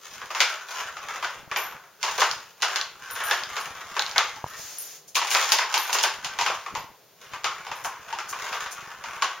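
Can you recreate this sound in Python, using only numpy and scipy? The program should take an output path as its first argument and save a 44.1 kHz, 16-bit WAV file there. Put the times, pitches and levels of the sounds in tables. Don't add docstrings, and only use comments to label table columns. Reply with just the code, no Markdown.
import sys
import numpy as np
from scipy import signal
from scipy.fft import rfft, irfft
from scipy.io import wavfile
from scipy.ndimage import uniform_filter1d

SR = 44100
rng = np.random.default_rng(int(sys.argv[2]) if len(sys.argv) > 2 else 0)


def generate_wav(sig):
    pcm = np.round(np.clip(np.atleast_2d(sig).T, -1, 1) * 32767).astype(np.int16)
    wavfile.write(sys.argv[1], SR, pcm)


N = 414540

# t/s, duration/s, level/dB
SHUFFLES = [(0.1, 0.18, -57.5), (0.8, 0.95, -60), (2.1, 0.29, -56.5), (2.83, 1.83, -60.5),
            (6.12, 0.46, -56.5), (6.72, 0.11, -50), (7.25, 2, -60.5)]
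SWISH = [(4.57, 0.39, -40.5)]
# t/s, level/dB
BUMPS = [(1.516, -30), (1.751, -33), (4.442, -14), (4.464, -26), (7.336, -29)]
TICKS = [(2.313, -10.5), (2.759, -8.5), (2.813, -14), (3.436, -17), (3.994, -8), (4.022, -11.5),
         (4.064, -20), (4.113, -21), (4.181, -3), (5.349, -5), (5.52, -2.5), (5.778, -12), (6.037, -9)]
# t/s, level/dB, lower modes against upper/dB
JINGLES = [(1.572, -28, -16), (3.11, -35.5, -2), (3.238, -29, -6), (3.6, -46, 3), (4.48, -51, -3),
           (4.785, -34, 3), (5.778, -33.5, 0.5), (5.815, -37, -8), (6.77, -48, -12), (7.755, -46.5, -7)]
# t/s, duration/s, level/dB
SKIDS = [(5.08, .003, -42), (5.152, 0.015, -27.5), (5.3, 0.036, -31), (5.519, 0.0031, -20.5),
         (5.928, 0.014, -26), (6.029, 0.004, -25), (7.842, 0.019, -35), (8.287, 0.019, -37),
         (8.712, 0.013, -37.5)]
# t/s, duration/s, hollow-band level/dB, grit as treble gain/dB
PUSHES = [(0.03, 0.25, -51, 5.5), (0.358, 0.079, -31.5, -0.5), (0.684, 0.1, -36.5, 0.5),
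          (1.034, 0.21, -39.5, -3.5), (1.55, 0.097, -39, -6), (2.052, 0.2, -38.5, 6),
          (2.644, 0.084, -37.5, -0.5), (3.013, 0.35, -43, 0.5), (3.188, 0.15, -36.5, -1),
          (3.423, 1, -41, -0.5), (3.904, 0.3, -43.5, 4.5), (4.484, 0.11, -48, 3), (5.284, 0.029, -31, 9.5),
          (5.425, 0.055, -34.5, 3), (5.721, 0.11, -34, 1), (5.933, 0.07, -38.5, 4),
          (6.23, 0.044, -40.5, -7), (6.43, 0.11, -43, 4), (7.215, 0.08, -50, 0.5), (7.444, 0.83, -46, -4),
          (8.004, 0.37, -45, -5), (8.35, 0.16, -38.5, 1), (8.453, 0.26, -39.5, -2), (8.82, 0.024, -42, -3),
          (9.024, 0.4, -40, -4.5)]
# t/s, hollow-band energy/dB, hardness as treble gain/dB, hollow resonance f/Hz
KNOCKS = [(0.216, -56, -14.5, 1225), (0.304, -55, -15, 1205), (0.349, -51.5, -4.5, 1260),
          (0.404, -41.5, 0, 1425), (0.968, -57, -10, 1283), (1.226, -50.5, -12.5, 1132),
          (1.245, -51.5, -5, 1490), (1.514, -52, -9, 1145), (1.561, -46.5, -8.5, 2355),
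          (1.751, -74, -24, 1200), (2.08, -51.5, -7, 1066), (2.184, -49, -14, 492), (2.76, -51, -2.5, 1120),
          (2.813, -61.5, -1, 1130), (3.205, -50.5, -11, 1680), (3.311, -43, -5.5, 1723),
          (3.566, -49.5, -7.5, 1173), (3.966, -48, -10, 1140), (3.993, -50, -13, 1550),
          (4.16, -43, -18, 2180), (4.18, -42, -6.5, 2084), (5.216, -49.5, -5.5, 975),
          (5.349, -41, -9.5, 1284), (5.389, -54, -21, 1150), (5.426, -52, 1, 910), (5.586, -45, -2.5, 970),
          (5.616, -48.5, -14, 1000), (5.741, -46, 0, 1036), (5.77, -50, -2.5, 940), (5.895, -50, -10, 960),
          (5.986, -54, 6, 910), (6.246, -57, 3.5, 950), (6.388, -48, -5, 935), (6.411, -50, 0, 960),
          (6.463, -45, -6, 1014), (6.499, -48, -26, 530), (6.662, -54, -12, 1205),
          (6.751, -50.5, -8.5, 980), (7.335, -56, -10.5, 1153), (7.443, -45, -6, 1370),
          (7.667, -57, -7.5, 930), (7.715, -54, -9.5, 885), (7.847, -48, -17, 1000),
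          (8.127, -53, -7.5, 925), (8.187, -52, -7, 1360), (8.327, -53, -10, 1145),
          (8.467, -55.5, -10, 1500), (8.528, -51, -8, 1190), (8.661, -56, -8.5, 1250),
          (9.039, -58, -6, 916), (9.222, -43.5, -5.5, 1125)]
# t/s, edge energy/dB, landing energy/dB, landing hardness/dB, fall time/s, resonance f/Hz
SLAMS = [(2.029, -56.5, -49, -17, 0.0089, 980), (2.205, -55.5, -39, -11.5, 0.012, 1093),
         (2.621, -55.5, -43.5, -7.5, 0.0074, 1287), (5.154, -53.5, -45, -7, 0.012, 1150),
         (5.521, -50, -49, -3, 0.0096, 862), (5.929, -54, -45.5, -11, .019, 887),
         (6.029, -61.5, -43.5, -6, 0.0086, 966)]
# f/Hz, level/dB, T60/s, share in the lower group (0-1)
TAG_MODES = [(8720, -20, 0.14, 1), (10455, -10, 0.26, 0.9), (11970, -14, 0.27, 0), (13760, -35, 0.15, 0.5),
             (15238, -30, 0.2, 0.5)]
# f/Hz, half-width/Hz, level/dB
TRAY_MODES = [(840, 20, -11), (960, 50, -14), (1093, 45, -10), (1560, 80, -12), (3520, 60, -10),
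              (4870, 50, -8), (5210, 75, -5)]
# ratio to the hollow resonance, level/dB
WALL_MODES = [(1, -38.5), (1.53, -39), (2.07, -37), (3.1, -38)]
# f/Hz, level/dB
AIR_SPECTRUM = [(40, -7), (150, 18), (270, 8), (430, 19.5), (950, 13), (2000, 8.5), (7000, 9), (15800, 1)]
SHUFFLE_SPECTRUM = [(20, -4.5), (120, 4), (270, -2.5), (900, -8), (16000, -66)]
SWISH_SPECTRUM = [(200, -38), (420, -23.5), (4000, -20), (6600, -10.5), (11000, -24), (16000, -30)]
BUMP_SPECTRUM = [(30, 13), (120, 27), (260, 13), (520, 17), (980, 28), (1400, 8), (16000, -40)]
SKID_SPECTRUM = [(3300, -22), (6300, 0), (9500, -5), (16000, -23)]
TICK_SPECTRUM = [(100, -51), (300, -2), (1500, 14.5), (5000, 23.5), (16000, -15)]
SLIDE_SPECTRUM = [(80, -45), (270, -29.5), (390, -5), (900, 2.5), (1400, 7), (1900, 2.5), (2800, 0.5),
                  (4500, -7), (6600, -2), (16000, -26.5)]
KNOCK_SPECTRUM = [(80, -43), (250, -60), (345, -13), (500, -11), (900, -1.5), (1800, -3.5), (2800, 0),
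                  (4000, -4), (6800, -4), (16000, -35.5)]
# f/Hz, T60/s
ROOM_DECAY = [(300, 0.28), (1200, 0.43), (4500, 0.36), (13000, 0.18)]
CONTACT_DECAY = [(500, 0.12), (1200, 0.11), (3000, 0.022), (8000, 0.01)]
# f/Hz, correlation
COHERENCE = [(140, 0.55), (700, 0.95), (2000, 1), (4000, 0.67), (7000, 0.21)]
# f/Hz, gain/dB
MICROPHONE = [(6900, 2.5), (7500, -2.5), (7800, -32), (8030, -34), (8350, -11.5), (8750, -0.5), (11200, -2),
              (13800, 8.5)]

HZ = np.fft.rfftfreq(2048, 1 / SR)
TREBLE = np.clip(np.log2((HZ + 1) / 1500) / 1.5, 0, 1)
HOLLOW_BAND = (HZ > 800) & (HZ < 2200)


def amp(db):
    return 10 ** (np.asarray(db) / 20)


def unit(x):
    return x / np.sqrt(np.mean(x ** 2) + 1e-20)


def decay(t, t60):
    return np.exp(-np.log(1000) * t / t60)


def curve(points, hz):
    f, value = np.transpose(points)
    return np.interp(np.log(hz + 1), np.log(f + 1), value)


def add(mix, s, sound):
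    part = mix[:, max(round(s * SR), 0):][:, :sound.shape[1]]
    part += sound[:, :part.shape[1]]


def colour(x, curve_db):
    log_gain = np.log(amp(np.r_[curve_db, curve_db[-2:0:-1]]))
    taps = np.fft.ifft(np.exp(np.conj(signal.hilbert(log_gain)))).real
    return signal.oaconvolve(x, taps[None], axes=1)[:, :x.shape[1]]


def tone(points, band=HZ >= 0, peaks_db=0):
    curve_db = curve(points, HZ) + peaks_db
    return curve_db - 10 * np.log10(np.mean(amp(curve_db) ** 2 * band))


def stereo(noise):
    size = noise.shape[1]
    a, b = rfft(noise)
    correlation = np.clip(curve(COHERENCE, np.fft.rfftfreq(size, 1 / SR)), -1, 1)
    mid, side = a * np.sqrt((1 + correlation) / 2), b * np.sqrt((1 - correlation) / 2)
    return irfft(np.array([mid + side, mid - side]), size)


def burst(decays, size):
    t, hz = np.arange(size) / SR, np.fft.rfftfreq(size, 1 / SR)
    spectrum = rfft(stereo(rng.choice([-1., 1.], (2, size))))
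    out = 0
    for weights, (_, t60) in zip(np.eye(len(decays)), decays):
        band = curve(np.c_[np.array(decays)[:, 0], weights], hz)
        fade = decay(t, t60)
        out = out + irfft(spectrum * band, size) * fade / np.linalg.norm(fade)
    return out


def strokes(rows, attack_s, release_s, sag_db_per_s=0):
    power = np.zeros((1, N))
    for start, length, db in rows:
        t = np.arange(-min(attack_s, start), length + 10 * release_s, 1 / SR)
        rise = np.sin(np.pi / 4 * (1 + np.minimum(t / attack_s, 1))) ** 2
        fall = np.exp(-np.maximum(t - length, 0) / release_s)
        gain = amp(db - sag_db_per_s * t) * rise * fall
        add(power, start + t[0], gain[None] ** 2)
    return np.sqrt(power[0] + 1e-12)


def hiss(spectrum, level_db):
    return colour(stereo(rng.standard_normal((2, N))) * amp(level_db), tone(spectrum))


def background(air_db=-59, shuffle_db=-2, thuds_per_s=140, attack_s=0.034, release_s=0.045):
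    thuds = amp(3.3 * np.minimum(rng.exponential(1, N), 3)) * (rng.random(N) < thuds_per_s / SR)
    lumps = unit(abs(signal.oaconvolve(thuds, signal.windows.hann(SR // 60), "same")))
    feet_db = shuffle_db + 20 * np.log10(strokes(SHUFFLES, attack_s, release_s) * (lumps + 0.093))
    swish_db = 20 * np.log10(strokes(SWISH, attack_s, release_s, sag_db_per_s=12.5))
    return hiss(AIR_SPECTRUM, air_db) + hiss(SHUFFLE_SPECTRUM, feet_db) + hiss(SWISH_SPECTRUM, swish_db)


def in_room(x, wet_db, delay_s=0.0026):
    tail = np.pad(burst(ROOM_DECAY, size=24000), ((0, 0), (round(delay_s * SR), 0)))
    out = amp(wet_db) * signal.fftconvolve(x[:1], tail, axes=1)
    add(out, 0, x)
    return out


def bumps(level_db=11):
    out = np.zeros((2, N))
    for s, db in BUMPS:
        add(out, s, np.full((2, 1), amp(level_db + db)))
    return colour(out, tone(BUMP_SPECTRUM))


def collar_tag(level_db=8, wet_db=-1, bounces=5, rattle_s=.012, bounce_db=-4, clink_db=6, clink_s=.0018):
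    out, t = np.zeros((2, N)), np.arange(SR // 2) / SR
    clink = amp(clink_db) * np.exp(-t / clink_s)
    for s, db, lower_db in JINGLES:
        ring = np.zeros((2, len(t)))
        for bounce in range(bounces):
            delay = bounce * rattle_s * (1 + rng.random())
            for hz, mode_db, t60, share in TAG_MODES:
                detuned_hz = hz * (1 + .002 * rng.standard_normal())
                cycles = detuned_hz * t + rng.random((2, 1))
                gain = amp(mode_db + share * lower_db + bounce * bounce_db)
                add(ring, delay, gain * (decay(t, t60) + clink) * np.sin(2 * np.pi * cycles))
        add(out, s, amp(level_db + db) * in_room(ring, wet_db))
    return out


def claw_skids(wet_db=-6):
    catches = stereo(rng.standard_normal((2, N)) * rng.exponential(1, N))
    spray = unit(catches) * strokes(SKIDS, attack_s=0.0079, release_s=0.016)
    return colour(in_room(spray, wet_db)[:, :N], tone(SKID_SPECTRUM))


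def ticks(level_db=10, wet_db=-4, t60=.008):
    out = np.zeros((2, N))
    for s, db in TICKS:
        add(out, s, amp(level_db + db) * in_room(burst([(5000, t60)], size=2048), wet_db))
    return colour(out, tone(TICK_SPECTRUM))


def contact(rise_s=0.00018):
    onset = 1 - np.exp(-np.arange(4096) / SR / rise_s)
    spectrum = rfft(burst(CONTACT_DECAY, size=4096) * onset)
    power = uniform_filter1d((abs(spectrum) ** 2).mean(0), size=40)
    return irfft(spectrum / np.sqrt(power))


def clack(wet_db, build_s=0.0025):
    build_up = 1 - np.exp(-np.arange(20000) / SR / build_s)
    out = amp(wet_db) * burst(ROOM_DECAY, size=20000) * build_up
    add(out, 0, contact())
    return out


def spot_db(depth_db=2.1):
    ripple = unit(uniform_filter1d(rng.standard_normal(200), size=3))
    return depth_db * (1 - TREBLE / 2) * np.interp(10 * np.log2(HZ + 1), np.arange(len(ripple)), ripple)


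def hollow_db(hz, ring_db, half_width_hz=180):
    return 20 * np.log10(abs(1 + amp(ring_db) / (1 + 2j * (HZ - hz) / half_width_hz)))


def tray_resonances(x):
    response = 1 + sum(amp(db) / (1 + 2j * (HZ - hz) / width) for hz, width, db in TRAY_MODES)
    return colour(x, 20 * np.log10(abs(response)))


def push_effort():
    shape = dict(attack_s=0.093, release_s=0.11, sag_db_per_s=11.5)
    effort = strokes([(s, length, db) for s, length, db, _ in PUSHES], **shape)
    treble = strokes([(s, length, db + grit) for s, length, db, grit in PUSHES], **shape)
    return effort, 20 * np.log10(treble / effort)


def grip(depth_db=2.7, grab_s=.018):
    return amp(depth_db * unit(uniform_filter1d(rng.standard_normal(N), size=round(grab_s * SR))))


def sliding(level_db=-1.5, wet_db=0.0, slips_per_s=380, spread_db=4, rub_gain=.3):
    effort, grit_db = push_effort()
    sizes = amp(spread_db * np.minimum(rng.exponential(1, N), 3.5)) * rng.choice([-1, 1], N)
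    slips = unit(sizes * (rng.random(N) < slips_per_s / SR))
    rub = rub_gain * rng.standard_normal(N)
    drive = unit((slips + rub) * grip()) * effort
    knock_s, _, _, knock_hz = np.transpose(KNOCKS)
    out, stretch = np.zeros((2, N)), SR // 12
    for start in range(0, N, stretch):
        treble_db = grit_db[start:start + stretch].mean() * TREBLE
        peaks_db = hollow_db(np.interp(start / SR, knock_s, knock_hz), ring_db=-10) + spot_db()
        response = colour(clack(wet_db), tone(SLIDE_SPECTRUM, HOLLOW_BAND, peaks_db) + treble_db)
        add(out, start / SR, signal.fftconvolve(drive[None, start:start + stretch], response, axes=1))
    return amp(level_db) * out


def wall_ring(hz, t60=.06):
    t = np.arange(SR // 8) / SR
    modes = sum(amp(db) * np.sin(2 * np.pi * hz * ratio * t) for ratio, db in WALL_MODES)
    return np.tile(modes * decay(t, t60), (2, 1))


def slams(edge_hard_db=7.5):
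    edges = [(s, edge_db, edge_hard_db, hz) for s, edge_db, _, _, _, hz in SLAMS]
    landings = [(s + fall_s, db, hard_db, hz) for s, _, db, hard_db, fall_s, hz in SLAMS]
    return edges + landings


def knocks(level_db=-3.0, wet_db=4.5, chatter_db=-11, chatter_s=.026, graze_db=-19, graze_s=0.0073):
    out = np.zeros((2, N))
    for s, energy_db, hard_db, hz in KNOCKS + slams():
        blow = np.pad(amp(graze_db) * contact(), ((0, 0), (0, SR // 2)))
        add(blow, graze_s, clack(wet_db))
        add(blow, graze_s, wall_ring(hz))
        for delay in rng.uniform(.2, 1, size=3) * chatter_s:
            add(blow, graze_s + delay, amp(chatter_db) * contact())
        ring_db = -1 - 0.25 * max(hard_db, -16)
        peaks_db = hollow_db(hz, ring_db) + spot_db()
        spectrum_db = tone(KNOCK_SPECTRUM, HOLLOW_BAND, peaks_db) + hard_db * TREBLE
        add(out, s - graze_s, amp(level_db + energy_db) * np.sqrt(SR) * colour(blow, spectrum_db))
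    return out


def scene(balance_db=.5):
    skids = claw_skids()
    trays = tray_resonances(knocks() + sliding())
    mix = trays + ticks() + skids + collar_tag() + bumps() + background()
    return mix * amp([[balance_db], [-balance_db]])


def record(dry):
    ceiling, cutoff_hz = .8, 16100
    heard = colour(dry, curve(MICROPHONE, HZ))
    saturated = heard / (1 + (heard / ceiling) ** 4) ** (1 / 4)
    low_pass = signal.firwin(511, cutoff_hz, window=("kaiser", 9), fs=SR)
    return signal.oaconvolve(saturated, low_pass[None], "same")


dry = scene()
out = record(dry)
generate_wav(out)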